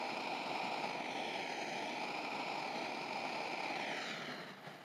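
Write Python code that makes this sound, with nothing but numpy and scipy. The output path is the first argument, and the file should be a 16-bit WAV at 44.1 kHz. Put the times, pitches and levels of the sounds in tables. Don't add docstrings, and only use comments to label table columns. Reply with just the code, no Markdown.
import sys
import numpy as np
from scipy import signal
from scipy.fft import rfft, irfft, next_fast_len
from scipy.io import wavfile
from scipy.ndimage import map_coordinates

SR = 44100
rng = np.random.default_rng(int(sys.argv[2]) if len(sys.argv) > 2 else 0)


def dump_mix(stems):
    frames = np.atleast_2d(stems).T
    limited = np.clip(frames, -1, 1)
    pcm = np.round(limited * 32767).astype(np.int16)
    wavfile.write(sys.argv[1], SR, pcm)


N = 213836
TOP_HZ = 15700


def amp(db):
    return 10 ** (np.asarray(db) / 20)


def unit(x):
    return x / np.sqrt(np.mean(x ** 2) + 1e-20)


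def blend(a, b, share):
    return a + (b - a) * share


def ramp(x, start, end):
    return np.clip((x - start) / (end - start), 0, 1)


def swell(t, centre_s, spread_s):
    return np.exp(-((t - centre_s) / spread_s) ** 2)


def bell(hz, centre_hz, half_width_hz, db):
    return db / (1 + ((hz - centre_hz) / half_width_hz) ** 2)


def along(points, hz):
    point_hz, value = np.transpose(points)
    return np.interp(np.log(hz + 1), np.log(point_hz), value)


def wobble(knots_per_s):
    knots = rng.standard_normal(int(N * knots_per_s / SR) + 4)
    return map_coordinates(knots, [np.arange(N) * knots_per_s / SR])


def filtered(x, response):
    size = next_fast_len(N + SR // 2)
    hz = np.fft.rfftfreq(size, 1 / SR)
    return irfft(rfft(x, size) * response(hz), size)[:N]


def turbulence(flutter_db, flutter_per_s, sputter_db, sputter_per_s):
    level_db = flutter_db * wobble(flutter_per_s) + sputter_db * wobble(sputter_per_s)
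    return unit(rng.standard_normal(N) * amp(level_db))


def pose(t):
    # time_s, height_over_flat_brick_cm, setback_from_joint_cm
    path = [(0.055, 0.5, 1.71), (0.215, 0.57, 0.54), (0.77, 0.46, 0.76), (0.894, 0.72, 2.31),
            (1.309, 2.56, 3.74), (1.394, 4.66, 4.72), (1.629, 6.52, 5.29), (1.806, 3.36, 4.84),
            (1.902, 1.75, 3.12), (2.133, 0.02, 0.98), (2.553, 0.11, 0.9), (2.758, 0.83, 2.96),
            (3.066, 0.55, 1.56), (3.647, 0.63, 1.76), (3.832, 1.32, 4.2), (3.888, 3.77, 5.6),
            (3.979, 6.96, 7.95), (4.074, 9.07, 10.62), (4.173, 9.14, 13.7), (4.304, 8.82, 14.38),
            (4.408, 10.9, 16.67), (4.549, 12.3, 18.96), (4.722, 15.58, 20.94), (4.83, 16.72, 26.53)]
    time_s, path_height_cm, path_back_cm = np.transpose(path)
    height_cm = np.interp(t, time_s, path_height_cm)
    back_cm = np.interp(t, time_s, path_back_cm)
    clear = ramp(height_cm, start=0.5, end=2.33)
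    away = ramp(back_cm, start=0.54, end=17)
    return height_cm, back_cm, clear, away


def room_rumble(level_db, corner_hz):
    noise = rng.standard_normal(N)
    return amp(level_db) * unit(filtered(noise, lambda hz: 1 / (1 + (hz / corner_hz) ** 2)))


def workshop(x):
    # freq_hz, t60_s
    decay = [(200, 0.3), (2000, 0.6), (10000, 0.17)]
    hz, t, z = signal.stft(rng.standard_normal(SR // 2), SR, nperseg=256)
    t60_s = along(decay, hz)[:, None]
    tail = signal.istft(z * amp(-60 * t / t60_s), SR, nperseg=256)[1]
    return signal.fftconvolve(x, tail / np.linalg.norm(tail))[:N]


def gas_jet(on_joint_db, away_rise_db):
    # freq_hz, density_db
    jet_shape = [(6000, -31), (10000, -11), (11400, -8), (12200, 4), (13200, -13), (14000, -8),
                 (15600, -22)]
    gas = turbulence(flutter_db=2.0, flutter_per_s=40, sputter_db=1.5, sputter_per_s=250)
    hiss = unit(filtered(gas, lambda hz: amp(along(jet_shape, hz)) * (hz < TOP_HZ)))
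    *_, away = pose(np.arange(N) / SR)
    return amp(on_joint_db + away_rise_db * away) * hiss


def bench_clutter(hz, back_cm, level_db, first_ms, last_ms, max_ms_per_cm, corner_hz, count):
    khz = hz / 1000
    echoes = 0
    for place, angle, sign in rng.random((count, 3)):
        ms_per_cm = max_ms_per_cm * (1 + angle) / 2
        delay_ms = blend(first_ms, last_ms, place) + ms_per_cm * back_cm
        echoes = echoes + np.sign(sign - .5) * np.exp(-2j * np.pi * khz * delay_ms)
    high_pass = hz / np.hypot(hz, corner_hz)
    return amp(level_db) / np.sqrt(count) * echoes * high_pass


def brick_comb(hz, height_cm, back_cm, clear, away):
    # delay_ms, height_ms_per_cm, setback_ms_per_cm,
    # gain_on_joint, gain_clear, gain_away, blur_corner_hz
    reflections = [(0.118, 0.0008, 0.0006, -0.18, 0.41, -0.52, 68296),
                   (0.162, 0.0, 0.0589, -0.32, 0.45, 0.09, 2866),
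                   (0.193, 0.0429, 0.0063, 0.092, -0.05, 0.11, 35164),
                   (0.223, 0.04, 0.02, 0.23, -0.19, 0.05, 4491),
                   (0.34, 0.0049, 0.049, 0.12, 0.12, -0.22, 3352),
                   (0.446, 0, 0.048, -0.32, -0.43, 0.09, 3150),
                   (0.518, 0.0221, 0.0115, -0.095, 0.17, -0.06, 15398),
                   (0.609, 0.013, 0.04, -0.18, -0.1, -0.064, 9854),
                   (0.761, 0.011, 0.037, 0.12, 0.12, -0.04, 10323),
                   (1.058, 0.0, 0.0, -0.054, -0.15, 0.19, 7482),
                   (1.121, 0.0015, 0.02, 0.28, 0.24, 0.15, 1610),
                   (1.44, 0.0035, 0.013, 0.078, 0.057, 0.1, 7759),
                   (1.508, 0.035, 0.032, -0.018, 0.069, 0.033, 2185),
                   (1.589, 0.0, 0.0087, 0.056, 0.19, 0.13, 1839),
                   (2.467, 0.0, 0.0653, 0.00062, 0.099, -0.07, 3796)]
    khz = hz / 1000
    comb = 1
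    for ms, ms_per_cm_up, ms_per_cm_back, on_joint, when_clear, when_away, blur_hz in reflections:
        gain = blend(on_joint, blend(when_clear, when_away, away), clear)
        blur = 1 / np.hypot(1, hz / blur_hz)
        delay_ms = ms + ms_per_cm_up * height_cm + ms_per_cm_back * back_cm
        comb = comb + gain * blur * np.exp(-2j * np.pi * khz * delay_ms)
    return comb


def whooshes(hz, t):
    # centre_s, spread_s, centre_hz, glide_hz_per_s, half_width_hz, peak_db
    glides = [(1.149, 0.137, 4911, -633, 181, -9.5), (1.275, 0.329, 10500, -3467, 178, -10),
              (1.51, 0.4, 5530, -198, 141, -12), (1.601, 0.18, 3550, -160, 143, -14),
              (1.664, 0.18, 6540, 453, 299, 7.2), (3.907, 0.073, 5210, -11864, 154, -11),
              (3.99, 0.093, 3420, -1646, 239, -14), (4.068, 0.145, 1496, -3109, 2237, 14.5),
              (4.08, 0.15, 6980, -2367, 340, 10.5), (4.1, 0.13, 1040, -900, 70, -4),
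              (4.136, 0.12, 3694, -2912, 192, 6.5), (4.326, 0.34, 5480, -1549, 88, 5),
              (4.377, 0.23, 2467, -965, 107, -10), (4.44, 0.22, 4040, -1700, 125, 9)]
    return sum(bell(hz, centre_hz + glide_hz_per_s * (t - s), half_width_hz, db) * swell(t, s, spread_s)
               for s, spread_s, centre_hz, glide_hz_per_s, half_width_hz, db in glides)


def burn_levels(t):
    # level_db, fade_start_s, fade_db_per_s
    bands = [(-43, 3.89, 11.5), (-49, 4.065, 18), (-54.5, 4.09, 16)]
    # centre_s, spread_s, roar_db, rasp_db, hiss_db
    swells = [(0.711, 0.42, 1.0, 1.0, 1.5), (1.022, 0.063, -2.5, 0, -4.5), (1.56, 0.25, -1.1, 1.2, 0),
              (3.852, 0.38, 0.1, 3, 0.5), (4.075, 0.073, -1.3, -0.3, 5.5), (4.307, 0.038, 1.8, 3, 2),
              (4.609, 0.065, -3.5, -6, -6), (4.67, 0.036, 5, 5, 4.5)]
    held_db = np.array([db - fade_db_per_s * np.maximum(t - start_s, 0)
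                        for db, start_s, fade_db_per_s in bands])
    return held_db + sum(np.outer(dbs, swell(t, s, spread_s)) for s, spread_s, *dbs in swells)


def flame():
    # freq_hz, density_db
    joint_shape = [(175, -4), (283, 6.5), (545, -8), (890, -4.5), (1102, -20.5), (1938, -9), (3403, -17.5),
                   (5229, -17.5), (5918, -26), (7165, -28.5), (7797, -40.5), (9812, -38), (11351, -45),
                   (15802, -50)]
    # centre_hz, half_width_hz, peak_db
    resonances = [(361, 27, 3), (627, 23, 3.5), (779, 69, 3.7), (985, 53, 3), (1140, 50, -3),
                  (1290, 215, 11.5), (2398, 195, 11.5), (3050, 80, 7.5), (3870, 35, 8), (4182, 126, 7),
                  (4870, 104, 2.1), (6180, 133, 3), (7120, 110, 2.5), (8266, 240, 6), (8780, 150, 4.5),
                  (9360, 350, 7), (11422, 252, 4.7)]
    # freq_hz, change_db
    lifted_colour = [(268, -1.5), (935, 9.5), (1130, -5), (1915, -3.5), (2756, -0.5), (3440, 11),
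                     (4126, -2.5), (4705, 0.5), (5986, 5), (7149, -12), (8527, -3), (11107, 2),
                     (13776, -6.1)]
    # freq_hz, change_db
    away_colour = [(197, 6.5), (730, 1), (980, -8.5), (1100, 6.5), (2100, 2.5), (2520, -8), (2838, -2.5),
                   (3876, -9.5), (4059, -6.5), (5430, -9.5), (7200, 7), (8300, -1), (10000, -5), (12392, 3)]

    eddies = turbulence(flutter_db=0.45, flutter_per_s=42, sputter_db=1.34, sputter_per_s=170)
    hz, t, z = signal.stft(eddies, SR, nperseg=1024)
    hz = hz[:, None]
    height_cm, back_cm, clear, away = pose(t)

    body_db = along(joint_shape, hz) + sum(bell(hz, *resonance) for resonance in resonances)
    lifted = clear * blend(0.99, 0.32, away)
    aim_db = lifted * along(lifted_colour, hz) + away * along(away_colour, hz) + whooshes(hz, t)
    clutter = bench_clutter(hz, back_cm, level_db=-14, first_ms=1.97, last_ms=6.7,
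                            max_ms_per_cm=0.064, corner_hz=2210, count=10)
    comb = brick_comb(hz, height_cm, back_cm, clear, away)
    colour = amp(body_db + aim_db) * abs(comb + clutter)

    roar = 1 / (1 + (hz / 1400) ** 10)
    not_hiss = 1 / (1 + (hz / 3300) ** 10)
    gain = 0
    for share, level_db in zip((roar, not_hiss - roar, 1 - not_hiss), burn_levels(t)):
        part = colour * share
        part_rms = np.sqrt(np.mean(part ** 2, axis=0))
        gain = gain + amp(level_db) * part / part_rms
    burning = signal.istft(z * gain, SR, nperseg=1024)[1][:N]

    bass_hz, steepness = 146, 14
    return filtered(burning, lambda f: (1 + (bass_hz / (f + 1)) ** steepness) ** -.5)


def scene():
    background = room_rumble(level_db=-92, corner_hz=90)
    jet = gas_jet(on_joint_db=-87.0, away_rise_db=5.5)
    torch = flame()
    reverb = amp(-17) * workshop(torch)
    return (torch + reverb + jet + background)[None]


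def record(dry):
    return np.array([filtered(channel, lambda hz: hz < TOP_HZ) for channel in dry])


dry = scene()
out = record(dry)
dump_mix(out)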